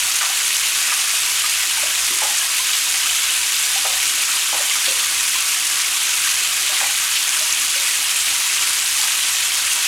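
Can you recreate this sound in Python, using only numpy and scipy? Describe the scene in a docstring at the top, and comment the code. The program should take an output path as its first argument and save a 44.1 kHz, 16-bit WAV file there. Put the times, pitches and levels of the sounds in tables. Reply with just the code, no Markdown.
"""Throughout, a tap runs hard into a half-full bathtub in a tiled bathroom: patchy noise for spray, damped sines for
crackle, fizz and bubbles. Under it lies a low, narrow rumble, probably tub and pipes: two wavering noise bands.
From 0.2 to 6.8 s a hand flicks the water: band noise slaps, then trapped air plops as rising, fading sines.
Flung water patters back from the first slap to 9 s; large bubbles ring at times and random faint ones stray.
From 0.6 to 7.5 s a few nearby drops tick: very short sine pulses."""
import sys
import numpy as np
from scipy import signal
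from scipy.fft import rfft, irfft, next_fast_len
from scipy.io import wavfile
from scipy.ndimage import uniform_filter1d, map_coordinates

SR = 44100
rng = np.random.default_rng(int(sys.argv[2]) if len(sys.argv) > 2 else 0)


def pcm_store(signal):
    """Save signal as 16-bit PCM."""
    levels = np.round(np.clip(np.atleast_2d(signal), -1, 1) * 32767)
    wavfile.write(sys.argv[1], SR, levels.astype(np.int16).T)


N = 435266

# Reverberation of the tiled room: freq_hz, t60_s
TILE_DECAY = [(200, 0.32), (2000, 0.4), (12000, 0.61)]
# Low resonances of tub and pipes: centre_hz, half_width_hz, level_db (rms)
RUMBLE_MODES = [(69.4, 5.8, -61.5), (100, 10.4, -61)]
# Nearby drops: start_s, level_db (dry envelope peak)
DROP_TICKS = [(.5678, -4), (2.385, -5), (7.292, -6), (7.394, -8), (7.526, 0)]
# Large air bubbles: start_s, pitch_hz, level_db (dry, before fade)
LARGE_BUBBLES = [(.298, 785, -26), (1.438, 1205, -21), (1.778, 872, -24), (1.83, 583, -26),
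                 (2.597, 1005, -20), (3.758, 774, -22), (4.604, 574, -25.5), (4.908, 535, -32),
                 (5.354, 1024, -23), (6.694, 598, -30.5), (6.72, 750, -28), (7.41, 620, -30.5),
                 (7.758, 547, -31), (8.995, 843, -24.5)]
# Flung water landing: start_s, level_db (dry churn, before fade), pitch_hz
FLUNG_SPATTERS = [(.21, -19.5, 1560), (.88, -24, 2000), (2.731, -17, 3470), (3.85, -25, 1360),
                  (4.755, -24, 1450), (4.854, -19, 3200), (4.882, -19, 3180), (6.766, -19, 2500),
                  (6.802, -18, 1930), (7.153, -16, 2900), (9.029, -28, 1076)]
# Hand slaps, and at 0.92 s a splash of flung water landing: start_s, churn_db (dry, before fade),
# cavity_pitch_hz, t60_s, trapped_air_db (dry, before fade)
HAND_SLAPS = [(.228, -26.5, 1120, .3, -23), (.92, -20.5, 1620, .12, -19), (1.828, -34, 680, .22, -31),
              (2.107, -38, 378, .2, -35), (2.219, -26, 853, .27, -15.5), (3.848, -23.5, 760, .17, -20.5),
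              (4.526, -24.5, 825, .3, -27), (4.875, -37, 525, .22, -27), (6.81, -25, 841, 0.22, -19)]
# Relative spectrum of the jet: freq_hz, gain_db
JET_SPECTRUM = [(20, -28), (130, -29), (190, -25), (300, -17.5), (480, -20), (740, -16), (1200, -7),
                (2000, -3), (2550, -0.5), (3400, -0.74), (4200, -3), (5300, -4), (6500, -1.5), (10500, -5),
                (13000, -12.5), (17000, -28.5)]
# Hollow tub resonances on the jet: centre_hz, width_hz, gain_db
TUB_MODES = [(735, 37, 4), (963, 18, 6), (1186, 230, 2.5), (1424, 71, -2), (1499, 58, 3), (2600, 300, 0.9)]

FLOW_RMS_DB = -18.5
TICK_HZ = 6450
CHURN_PITCH_RATIO = .9  # slap churn / cavity pitch
SPATTER_T60_S = .13
RING_T60_CYCLES = 76  # large bubbles
GULP_GAP_S, GULP_PITCH_RATIO, GULP_LOSS_DB = .029, 0.97, 5.5  # first gap; ratio and loss per bubble
STRAYS_PER_S, STRAY_MID_HZ, STRAY_MID_DB = .9, 878, -34
TOP_HZ = 17200


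def amp(db):
    """Decibels to gain."""
    return 10 ** (np.asarray(db) / 20)


def unit(x):
    """Scale to rms 1."""
    return x / np.sqrt(np.mean(x ** 2) + 1e-20)


def along(points, hz):
    """Interpolate (freq_hz, value) points on a log frequency axis."""
    freq_hz, value = np.transpose(points)
    return np.interp(np.log(hz + 1), np.log(freq_hz + 1), value)


def wobble(knots_per_s):
    """Smooth random curve."""
    knots = rng.standard_normal(int(N * knots_per_s / SR) + 4)
    return map_coordinates(knots, [np.arange(N) * knots_per_s / SR])


def filtered(x, response):
    """Apply a gain that is a function of frequency in Hz."""
    size = next_fast_len(N + SR // 2)
    spectrum = rfft(x, size) * response(np.fft.rfftfreq(size, 1 / SR))
    return irfft(spectrum, size)[:N]


def add(track, start_s, sound):
    """Mix a sound into a track."""
    part = track[max(round(start_s * SR), 0):][:len(sound)]
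    part += sound[:len(part)]


def patchy_noise(patchy_db, size=512):
    """White noise whose bands swell and fade in short random patches."""
    z = signal.stft(rng.standard_normal(N), nperseg=size)[2]
    patches = uniform_filter1d(rng.standard_normal(z.shape), size=14, axis=0)  # across frequency
    patches = uniform_filter1d(patches, size=9, axis=1)  # across time
    noise = signal.istft(z * amp(patchy_db * unit(patches)), nperseg=size)[1]
    return unit(noise[:N])


def grains(per_s, low_hz, high_hz, decay_cycles, spread_db, size):
    """Damped sines at random times, pitches and strengths; gain follows pitch to even the spectrum."""
    when, pitch, strength = rng.random((int(per_s * N / SR), 3)).T
    pitch_hz = (low_hz * (high_hz / low_hz) ** pitch)[:, None]
    gain = amp(-spread_db * np.log(strength + .02))[:, None] * pitch_hz
    cycles = pitch_hz * np.arange(size) / SR
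    rings = gain * np.exp(-cycles / decay_cycles) * np.sin(2 * np.pi * cycles)
    rings *= np.linspace(1, 0, size)
    where = (when * N).astype(int)[:, None] + np.arange(size)
    return unit(np.bincount(where.ravel(), rings.ravel(), N)[:N])


def bathroom(x, wet_db):
    """Direct sound plus the tiles' dense noise tail, scaled to hold power."""
    hz, t, z = signal.stft(rng.standard_normal(SR // 2), SR, nperseg=256)
    decay = amp(-60 * t / along(TILE_DECAY, hz)[:, None])
    tail = signal.istft(z * decay, SR, nperseg=256)[1]
    delayed = np.pad(tail, (SR // 400, 0))  # 2.5 ms
    echo = signal.fftconvolve(x, delayed / np.linalg.norm(tail))[:N]
    return (x + amp(wet_db) * echo) / np.hypot(1, amp(wet_db))


def rumble():
    """The flow shakes two low, narrow resonances, which waver slowly."""
    out = np.zeros(N)
    for centre_hz, half_width_hz, level_db in RUMBLE_MODES:
        noise = rng.standard_normal(N)
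        band = filtered(noise, lambda hz: 1 / (1 + ((hz - centre_hz) / half_width_hz) ** 4))
        out += amp(level_db) * unit(band * amp(1.9 * wobble(3.5)))
    return out


def ticks(swell_s=0.00024):
    """A drop bursting close by gives only a few cycles."""
    out, t = np.zeros(N), np.arange(SR // 200) / SR
    pulse = np.sin(2 * np.pi * TICK_HZ * t) * t / swell_s * np.exp(1 - t / swell_s)
    for start_s, level_db in DROP_TICKS:
        add(out, start_s, amp(level_db) * pulse)
    return out


def strays(span_octaves=0.81, span_db=4):
    """(start_s, pitch_hz, level_db) of faint bubbles the stirred water lets go at random."""
    draws = rng.random((round(STRAYS_PER_S * N / SR), 3))
    return [(when * N / SR,
             STRAY_MID_HZ * 2 ** (span_octaves * (pitch - .5)),
             STRAY_MID_DB + span_db * (strength - .5))
            for when, pitch, strength in draws]


def gulps(slowing=1.55, count=3):
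    """(start_s, pitch_hz, level_db) of air trapped by each slap: bubbles ever later, deeper and weaker."""
    return [(start_s + GULP_GAP_S * k ** slowing, pitch_hz * GULP_PITCH_RATIO ** k, air_db - GULP_LOSS_DB * k)
            for start_s, _, pitch_hz, _, air_db in HAND_SLAPS for k in range(count)]


def plops(rise=0.066, attack_s=0.0013):
    """Trapped bubbles ring, the deeper the longer, and climb in pitch as they near the surface."""
    out, t = np.zeros(N), np.arange(SR // 5) / SR
    onset = 1 - np.exp(-t / attack_s)
    for start_s, pitch_hz, level_db in LARGE_BUBBLES + gulps() + strays():
        t60_s = RING_T60_CYCLES / pitch_hz
        phase = 2 * np.pi * pitch_hz * (t + rise * t * t / t60_s)
        add(out, start_s, np.sin(phase) * amp(level_db - 60 * t / t60_s) * onset)
    return out


def slaps(breadth=1.42, attack_s=0.00052, scatter=0.159, bubble_db=-4, decay_cycles=14, count=7):
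    """Each slap or spatter opens a cavity: a hollow burst, then bubbles around its pitch as it closes."""
    out, t = np.zeros(N), np.arange(SR // 3) / SR
    onset = 1 - np.exp(-t / attack_s)
    hand = [(s, db, CHURN_PITCH_RATIO * hz, t60) for s, db, hz, t60, _ in HAND_SLAPS]
    flung = [(s, db, hz, SPATTER_T60_S) for s, db, hz in FLUNG_SPATTERS]
    for start_s, level_db, pitch_hz, t60_s in hand + flung:
        edges_hz = [pitch_hz / breadth, pitch_hz * breadth]
        band = signal.butter(2, edges_hz, "bandpass", fs=SR, output="sos")
        churn = unit(signal.sosfilt(band, rng.standard_normal(len(t))))
        add(out, start_s, churn * amp(level_db - 60 * t / t60_s) * onset)
        delays = rng.random(count)  # share of t60_s / 2
        bubbles_hz = pitch_hz * np.exp(scatter * rng.standard_normal(count))
        for late, hz in zip(delays, bubbles_hz):
            ring = np.sin(2 * np.pi * hz * t * (1 + t)) * np.exp(-hz * t / decay_cycles) * onset
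            gain = amp(level_db + bubble_db - 18 * late)  # later is weaker
            add(out, start_s + late * t60_s / 2, ring * gain)
    return out


def jet_colour(hz):
    """Gain of the jet's broad spectrum with the tub's resonances on it."""
    hollow_db = sum(gain_db / (1 + (2 * (hz - centre_hz) / width_hz) ** 2)
                    for centre_hz, width_hz, gain_db in TUB_MODES)
    return amp(along(JET_SPECTRUM, hz) + hollow_db)


def tap():
    """The jet breaks into spray, drops crackle on the surface and entrained bubbles ring."""
    spray = patchy_noise(patchy_db=1.2)
    crackle = grains(per_s=2800, low_hz=3900, high_hz=19000, decay_cycles=.9, spread_db=4.0, size=70)
    fizz = grains(per_s=1900, low_hz=2000, high_hz=16000, decay_cycles=7, spread_db=3.3, size=260)
    bubbles = grains(per_s=260, low_hz=600, high_hz=3200, decay_cycles=14, spread_db=3.0, size=1400)
    water = spray + amp(-2.2) * crackle + amp(-4.5) * fizz + amp(-13) * bubbles
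    # the plunging jet flutters: all layers surge a little together
    surge = amp(0.074 * wobble(22) + 0.53 * wobble(90))
    in_room = bathroom(water * surge, wet_db=-10.5)
    return unit(filtered(in_room, jet_colour)) * amp(FLOW_RMS_DB)


def scene():
    """Rumble, drops, hand splashes and running water in one room."""
    steady = tap() + rumble()
    drops = bathroom(ticks(), wet_db=-13)
    splashes = bathroom(slaps() + plops(), wet_db=-4.5)
    return (steady + drops + splashes)[None]


def record(dry):
    """Round off the tallest peaks, then cut everything from TOP_HZ up."""
    rounded = dry / (1 + np.abs(dry / .9) ** 6) ** (1 / 6)
    return np.array([filtered(channel, lambda hz: hz < TOP_HZ) for channel in rounded])


dry = scene()
out = record(dry)
pcm_store(out)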